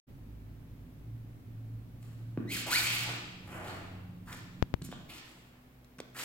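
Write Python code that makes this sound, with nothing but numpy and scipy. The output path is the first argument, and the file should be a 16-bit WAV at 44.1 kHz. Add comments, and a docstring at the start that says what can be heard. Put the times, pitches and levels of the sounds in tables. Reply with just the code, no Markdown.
"""A bare, echoing room, where clogs pivot and step on a hard floor.
Sliding friction makes the soles rub and rasp; stick-slip oscillation gives arching squeaks when the
slips lock into a period and creaks when they do not. Impacts thud and excite the modes of the wood.
A low drone, perhaps far traffic, fills the room. Two sharp pops sound in the left channel alone."""
import sys
import numpy as np
from scipy import signal
from scipy.fft import rfft, irfft
from scipy.io import wavfile

SR = 44100
rng = np.random.default_rng(int(sys.argv[2]) if len(sys.argv) > 2 else 0)


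def store_pcm(level_fs):
    """Save levels as 16-bit WAV."""
    pcm = np.round(np.clip(level_fs, -1, 1) * 32767).astype(np.int16)
    wavfile.write(sys.argv[1], SR, np.atleast_2d(pcm).T)


N = 275184
TIME = np.arange(N) / SR


def drags(judder_db=-1.5, judder_hz=70):
    """Sliding friction: the sole rasps, rubs and grinds grit; its juddering grip modulates all three."""
    # slides of the sole: start t/s, rise t/s, hold t/s, fade t/s, then rasp, rub and grit level/dB
    slides = [ (1.998, .03, 0.018, 0.38, -67.5, -65.5, -66.5),
              (2.492, 0.031, 0.074, 0.09, -38.5, -54, -40.5),
              (2.657, 0.012, 0.04, 0.055, -42, -38.5, -43.5), (2.695, .02, 0.13, 0.14, -33, -45, -33.5),
              (2.807, 0.061, 0.12, 0.25, -34.5, -49, -41), (3.032, 0.057, 0.0076, 0.12, -47, -42, -50),
              (3.428, .095, 0.075, 0.23, -62, -44.5, -57.5), (3.568, 0.11, 0.017, 0.25, -53.5, -44, -55.5),
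              (4.256, 0.022, 0.033, 0.049, -58, -55, -59), (4.3, 0.024, 0.015, 0.16, -52, -53.5, -54),
              (4.831, 0.016, 0.018, 0.032, -57.5, -63, -48), (4.911, 0.0029, 0.0028, .04, -52.5, -75, -63),
              (5.083, 0.017, .08, 0.1, -50, -54.5, -57), (5.2, 0.056, .04, 0.32, -81, -63, -63),
              (5.419, 0.11, 0.0098, .2, -82, -65.5, -91), (6.145, 0.042, .05, .1, -41.5, -46, -43.5)]
    # spectra of the bright rasp, the dull rub and the fine grit: f/Hz, level/dB
    rasp_spectrum = [(600, -25), (1200, -8.5), (1700, -4.5), (2350, 2), (2900, 2), (3700, -0.5), (4700, -2),
                     (5400, -6.5), (8000, -11)]
    rub_spectrum = [(100, -32), (300, 5), (520, 0), (800, 1), (1300, 0), (1800, -3.5), (3000, -9.5),
                    (6000, -70)]
    grit_spectrum = [(3000, -51), (5000, -11.5), (6200, -8.5), (7200, 0.5), (8300, -1.5), (9800, -4.5),
                     (12000, -2), (14000, -9), (16000, -16.5)]
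    rasp, rub, grit = np.zeros((3, N))
    for start, rise, hold, fade, rasp_db, rub_db, grit_db in slides:
        push = stroke(start, rise, hold, fade)
        rasp = np.maximum(rasp, amp(rasp_db) * push)
        rub = np.maximum(rub, amp(rub_db) * push)
        grit = np.maximum(grit, amp(grit_db) * push)
    rasp *= uneven_grip(friction(rasp_spectrum, slips_per_s=6000, spread_db=0.46))
    rub *= friction(rub_spectrum, slips_per_s=3000, spread_db=3.06)
    grit *= friction(grit_spectrum, slips_per_s=14000, spread_db=2.2)
    return (rasp + rub + grit) * amp(judder_db * wander(judder_hz))


def friction(spectrum, slips_per_s, spread_db):
    """Shot noise: a dense random train of tiny slips of uneven size, filtered to a spectrum."""
    slips = (rng.random(N) < slips_per_s / SR) * rng.standard_normal(N)
    sizes = amp(spread_db * np.minimum(rng.exponential(1, N), 4))
    return unit(colour(slips * sizes, spectrum))


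def uneven_grip(x, patchy_db=3.0, flicker_hz=35):
    """Amplitude modulation by band: spots of the sole catch and let go independently."""
    # centres of the flickering bands: f/Hz
    centres = [500, 1000, 1800, 2700, 3800, 5500, 8000, 12000]
    hz, spectrum = np.fft.rfftfreq(N, 1 / SR), rfft(x)
    bands = [irfft(spectrum * np.interp(hz, centres, row), N) for row in np.eye(len(centres))]
    return unit(sum(band * amp(patchy_db * wander(flicker_hz)) for band in bands))


def stroke(start, rise, hold, fade, onset_db=-15.5, sag_db_per_s=-10, release_db=-23):
    """Piecewise exponential envelope: a stroke of the sole swells, sags while held, then fades."""
    t = TIME - start
    db = onset_db * np.clip(1 - t / rise, 0, 1) + sag_db_per_s * np.clip(t - rise, 0, hold)
    return (t >= 0) * amp(db + release_db * np.clip((t - rise - hold) / fade, 0, 10))


def squeaks(jitter_hz=450, flutter_db=1.6, lock_hz=1193, attack_s=0.047, release_s=0.018):
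    """Stick-slip oscillation: the pitch climbs as the sole speeds up and drops as it stops."""
    # pitch arches: start, top, end t/s; start, top, end f/Hz; level/dB, overtone gain/dB, relative jitter
    arches = [ (2.466, 2.530, 2.584, 1880, 2500, 1450, -44, -7, .038),
              (2.696, 2.777, 2.801, 1130, 2450, 2000, -32.5, 0.5, .019),
              (6.182, 6.21, 6.218, 968, 1610, 1490, -40, -14, 0.066)]
    # radiation response of the sole: f/Hz, level/dB
    sole = [(550, -7), (1050, -11), (1400, 2.5), (1750, -.5), (2100, -2.5), (2450, 1), (2900, -14),
            (3600, -11), (4000, -3), (4600, -3), (5200, -15), (13000, -22)]
    out, uneven = np.zeros(N), wander(jitter_hz)
    for start, top, end, start_hz, top_hz, end_hz, db, overtone_db, jitter in arches:
        on = (TIME >= start) & (TIME < end)
        t = TIME[on]
        progress = np.clip((t - start) / (top - start), 0, 1) ** 1.3  # the pitch hangs back at first
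        climb = np.sin(np.pi / 2 * progress) ** 2
        drop = np.sin(np.pi / 2 * np.clip((t - top) / (end - top), 0, 1)) ** 2
        hz = start_hz + (top_hz - start_hz) * climb + (end_hz - top_hz) * drop
        loose_jitter = 0.12 / (1 + (hz / lock_hz) ** 10)  # slow slips come unevenly
        phase = 2 * np.pi * np.cumsum(hz * (1 + (jitter + loose_jitter) * uneven[on])) / SR
        tone = sum(amp(read(sole, k * hz) + overtone_db * (k > 1)) * np.sin(k * phase)
                   for k in range(1, 7))
        envelope = np.minimum((t - start) / attack_s, 1) * np.minimum((end - t) / release_s, 1)
        out[on] += amp(db) * tone * envelope
    return np.sqrt(2) * out * amp(flutter_db * wander(210))


def creaks(jitter_hz=450, flutter_db=0.5, overtone_db=-19.5):
    """Aperiodic stick-slip: uneven slips smear the tone of the sole into a creak."""
    # creaking strokes: start, rise, hold, fade t/s; f/Hz, glide/(Hz/s), level/dB, relative jitter
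    strokes = [ (2.660, .015, 0.035, 0.029, 580, 7500, -44.5, 0.12),
               (2.789, .005, 0.017, .01, 3850, -5000, -40.5, 0.032),
               (2.812, 0.037, 0.072, 0.12, 2303, 899, -41.5, .09),
               (3.03, 0.032, 0.022, 0.051, 880, -500, -49, 0.17),
               (3.498, .12, 0.12, 0.17, 617, 300, -49, .25),
               (4.269, 0.0092, 0.069, .015, 1600, -1000, -52, .3),
               (4.912, 0.0028, 0.013, .14, 3350, -1000, -59.5, 0.1),
               (5.085, .008, .04, .025, 2318, 7007, -58.5, .09),
               (6.147, 0.0094, 0.072, .03, 1502, 4497, -50.5, .22)]
    out, uneven = np.zeros(N), wander(jitter_hz)
    for start, rise, hold, fade, hz, glide, db, jitter in strokes:
        pitch = hz + glide * np.clip(TIME - start, 0, rise + hold + fade)
        phase = 2 * np.pi * np.cumsum(pitch * (1 + jitter * uneven)) / SR
        tone = np.sin(phase) + amp(overtone_db) * np.sin(2 * phase)
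        out += amp(db) * stroke(start, rise, hold, fade) * tone
    return np.sqrt(2) * out * amp(flutter_db * wander(170))


def knocks(thud_rise_cycles=0.33, contact_s=0.00034, tick_s=0.0025):
    """Impact excitation: each blow gives a damped thud, a modal ring and a tick of crushed grit."""
    # blows of heel and sole: t/s, thud level/dB, thud f/Hz, clack level/dB, tick level/dB,
    # gain to the room/dB (less when the foot is near)
    blows = [ (2.0290, -70, 300, -68, -60, -4), (2.3750, -21, 260, -38, -80, -1),
             (4.3280, -62, 400, -56, -39, -8), (4.8175, -31, 160, -46, -62, -3),
             (4.8205, -37, 200, -47, -47, -5), (4.8510, -42, 150, -58, -57, -3),
             (4.8895, -36, 230, -48, -66, -3), (4.9160, -50, 400, -43, -54, -4),
             (4.9260, -33, 560, -37, -64, -4), (4.9345, -46, 600, -48, -68, -4),
             (5.4100, -70, 300, -62, -60, -8), (5.8460, -72, 300, -70, -61, -8),
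             (5.9850, -44, 200, -48, -54, -5), (5.9895, -43, 1100, -36, -52, -8),
             (6.0020, -30, 440, -39, -41, -9)]
    # modes of a clog: f/Hz, level/dB, T60/s
    modes = [(830, -29, 0.0083), (1173, -1, 0.027), (1536, 11.5, 0.0057), (1860, 14, 0.0026),
             (2370, 4, 0.0055), (3570, -13, .009), (4530, -19, .005)]
    # spectrum of the crushed grit: f/Hz, level/dB
    tick_spectrum = [(1000, -10.5), (2500, 8.5), (4300, 2.0), (8000, 1.0), (16000, -21.0)]
    direct, to_walls = np.zeros((2, N))
    t = np.arange(SR // 10) / SR
    ring = sum(amp(db - 60 * t / t60) * np.sin(2 * np.pi * hz * t) for hz, db, t60 in modes)
    ring *= 1 - np.exp(-t / contact_s)  # the sole takes a moment to press home
    ring /= abs(ring).max()
    grit = unit(colour(rng.standard_normal(N), tick_spectrum))
    for s, thud_db, thud_hz, clack_db, tick_db, room_db in blows:
        age = t * thud_hz / thud_rise_cycles
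        thud = -age * np.exp(1 - age) * np.sin(2 * np.pi * thud_hz * t)
        bass_cut = signal.butter(2, thud_hz / 2, "high", fs=SR)  # a small sole radiates little bass
        thud = signal.lfilter(*bass_cut, thud)
        tick = grit[round(s * SR):][:len(t)] * np.exp(-t / tick_s)
        blow = amp(thud_db) * thud + amp(clack_db) * ring + amp(tick_db) * tick
        add(direct, s, blow)
        add(to_walls, s, amp(room_db) * blow)
    return direct, to_walls


def pops(bass_hz=82, damping=0.64, rise_s=0.00011):
    """High-pass step response: a jump in the left channel is pulled to rest by the bass roll-off."""
    # sudden steps: t/s, level/dB
    jumps = [(4.6256, -6), (4.7404, -9.5)]
    out, t = np.zeros((2, N)), np.arange(SR // 20) / SR
    angle, swing = 2 * np.pi * bass_hz * t, np.sqrt(1 - damping ** 2)
    step = np.exp(-damping * angle) * (np.cos(swing * angle) - damping / swing * np.sin(swing * angle))
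    for s, db in jumps:
        add(out[0], s, amp(db) * step * np.minimum(t / rise_s, 1))
    return out


def room(direct, to_walls, lead_s=0.00008, echoes_per_s=5000):
    """Reverberation: dense, exponentially decaying reflections follow the direct sound."""
    # spectrum of the wall reflections: f/Hz, level/dB
    walls = [(100, 12.5), (500, -0.5), (1200, 4), (2500, 3), (5000, 4.5), (8000, -2.5), (15000, -21.5)]
    # reverberation time: f/Hz, T60/s
    decay_times = [(100, 0.27), (300, 1.42), (700, 1.08), (1500, 0.96), (3000, 1.1), (5000, 0.9),
                   (8000, 0.82), (15000, 0.17)]
    size = 3 * SR // 2
    echoes = rng.standard_normal((2, size)) * (rng.random((2, size)) < echoes_per_s / SR)
    hz, t, spectra = signal.stft(echoes, SR, nperseg=256)
    decay = amp(read(walls, hz)[:, None] - 60 * t / read(decay_times, hz)[:, None])
    tail = signal.istft(spectra * decay, SR, nperseg=256)[1][:, :size]
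    tail *= np.clip((TIME[:size] - 0.004) / 0.0033, 0, 1)  # first reflections after 4 ms
    reverb = signal.fftconvolve(to_walls[None], tail / np.linalg.norm(tail[0]), axes=1)[:, :N]
    shift = round(lead_s * SR / 2)
    side = (np.roll(direct, -shift) - np.roll(direct, shift)) / 2  # the left leads slightly
    return np.array([direct + side, direct - side]) + reverb


def drone(waver_db=2.0, drift=0.0073, trim_db=-1):
    """Random amplitude and frequency modulation: low tones from outside waver as they swell and fade."""
    # course of the main tone: t/s, f/Hz, level/dB
    course = [(0.08, 103.7, -57.5), (0.5, 107, -51.5), (1.0, 107.8, -57), (1.15, 113, -43),
              (1.4, 112.1, -58.5), (1.53, 112, -43.5), (1.75, 112.5, -38), (1.88, 111.5, -52),
              (2.0, 114.2, -44.5), (2.3, 114.6, -39.5), (2.6, 116.9, -45.5), (3.12, 119.2, -45),
              (3.36, 111.9, -61), (3.46, 98.1, -52), (3.95, 98.6, -48.5), (5.2, 117.9, -67.5),
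              (5.45, 124, -65), (6.24, 129, -58.5)]
    # other low tones: f/Hz, width/Hz, level/dB, peak t/s, t/s from peak to half amplitude
    booms = [(52.9, 5.1, -55, 0.61, 1), (180.9, 4.16, -55.5, 3.65, 1.22), (58.3, 1.76, -68.5, 3.8, 4.5),
             (247.8, 6.43, -65, 9.5, 7.9)]
    times, pitches, levels = np.transpose(course)
    cycles = np.cumsum(np.interp(TIME, times, pitches) * (1 + drift * wander(6.9))) / SR
    swell = amp(np.interp(TIME, times, levels + trim_db, left=-150, right=-150))
    tones = swell * np.sin(2 * np.pi * cycles) * amp(waver_db * wander(2.6))
    for hz, width_hz, db, peak_s, span_s in booms:
        cycles = np.cumsum(hz + width_hz / 2 * wander(width_hz)) / SR
        swell = amp(db + waver_db * wander(3.3)) / (1 + ((TIME - peak_s) / span_s) ** 4)
        tones += swell * np.sin(2 * np.pi * cycles)
    return np.sqrt(2) * tones


def background(start_s=0.068, fade_in_s=0.024, lull_s=4.97, lull_fade_s=0.35, lull_db=-15.5):
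    """Ambient noise: rumble and drone from outside add to a faint hiss; the rumble dies down late on."""
    # spectra of the rumble and the hiss: f/Hz, level/dB
    rumble_spectrum = [(12, -3), (28, -42), (45, -1), (85, -3), (130, 3), (200, -7.5), (270, -3.5),
                       (350, -16), (500, -26), (900, -43), (3000, -54.5)]
    hiss_spectrum = [(200, 7.5), (600, 1.5), (1200, -6.5), (2200, -9), (4000, -15.5), (6500, -21),
                     (9500, -21), (13000, -16), (16000, -15)]
    lull = np.clip((TIME - lull_s) / lull_fade_s, 0, 1)
    rumble = amp(-49 + lull_db * lull) * unit(colour(rng.standard_normal((2, N)), rumble_spectrum))
    hiss = amp(-61) * unit(colour(rng.standard_normal((2, N)), hiss_spectrum))
    outside = (rumble + drone()) * amp([[-1.8], [1.4]])  # louder on the right
    return (outside + hiss) * np.clip((TIME - start_s) / fade_in_s, 0, 1)


def amp(db):
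    """Amplitude ratio of a level in decibels."""
    return 10 ** (np.asarray(db) / 20)


def unit(x):
    """Normalisation to an rms of one."""
    return x / np.sqrt(np.mean(x ** 2) + 1e-20)


def read(points, hz):
    """Interpolation of a table on a log-frequency axis."""
    f, value = np.transpose(points)
    return np.interp(np.log(hz + 1), np.log(f), value)


def colour(x, spectrum):
    """Zero-phase filtering by a table of f/Hz, level/dB."""
    size = 2 * N
    gain = amp(read(spectrum, np.fft.rfftfreq(size, 1 / SR)))
    return irfft(rfft(x, size) * gain, size)[..., :N]


def wander(rate_hz):
    """Low-pass noise: smooth random motion of rms one."""
    hz = np.fft.rfftfreq(N, 1 / SR)
    return unit(irfft(rfft(rng.standard_normal(N)) / (1 + (hz / rate_hz) ** 4), N))


def add(mix, s, sound):
    """Superposition of a sound on the mix, starting at s seconds."""
    part = mix[round(s * SR):][:len(sound)]
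    part += sound[:len(part)]


def scene():
    """Superposition of clogs, room, background and pops; the image is widest at middle frequencies."""
    # stereo width: f/Hz, side gain/dB
    width = [(50, -12.5), (250, -11), (600, -2.5), (1500, 1), (5000, 0.5), (6500, 2), (8000, -17),
             (16000, -23.5)]
    drag = amp(-6) * drags()
    stick_slip = squeaks() + creaks()
    knock, knock_to_walls = knocks()
    to_walls = amp(0.5) * drag + amp(-5.5) * stick_slip + knock_to_walls
    left, right = room(drag + stick_slip + knock, to_walls) + background()
    mid, side = (left + right) / 2, colour((left - right) / 2, width)
    return np.array([mid + side, mid - side]) + pops()


def record(dry):
    """Band limiting: a linear-phase low-pass removes the highest treble."""
    low_pass = signal.firwin(511, 16100, window=("kaiser", 9), fs=SR)
    return signal.oaconvolve(dry, low_pass[None], "same")


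dry = scene()
out = record(dry)
store_pcm(out)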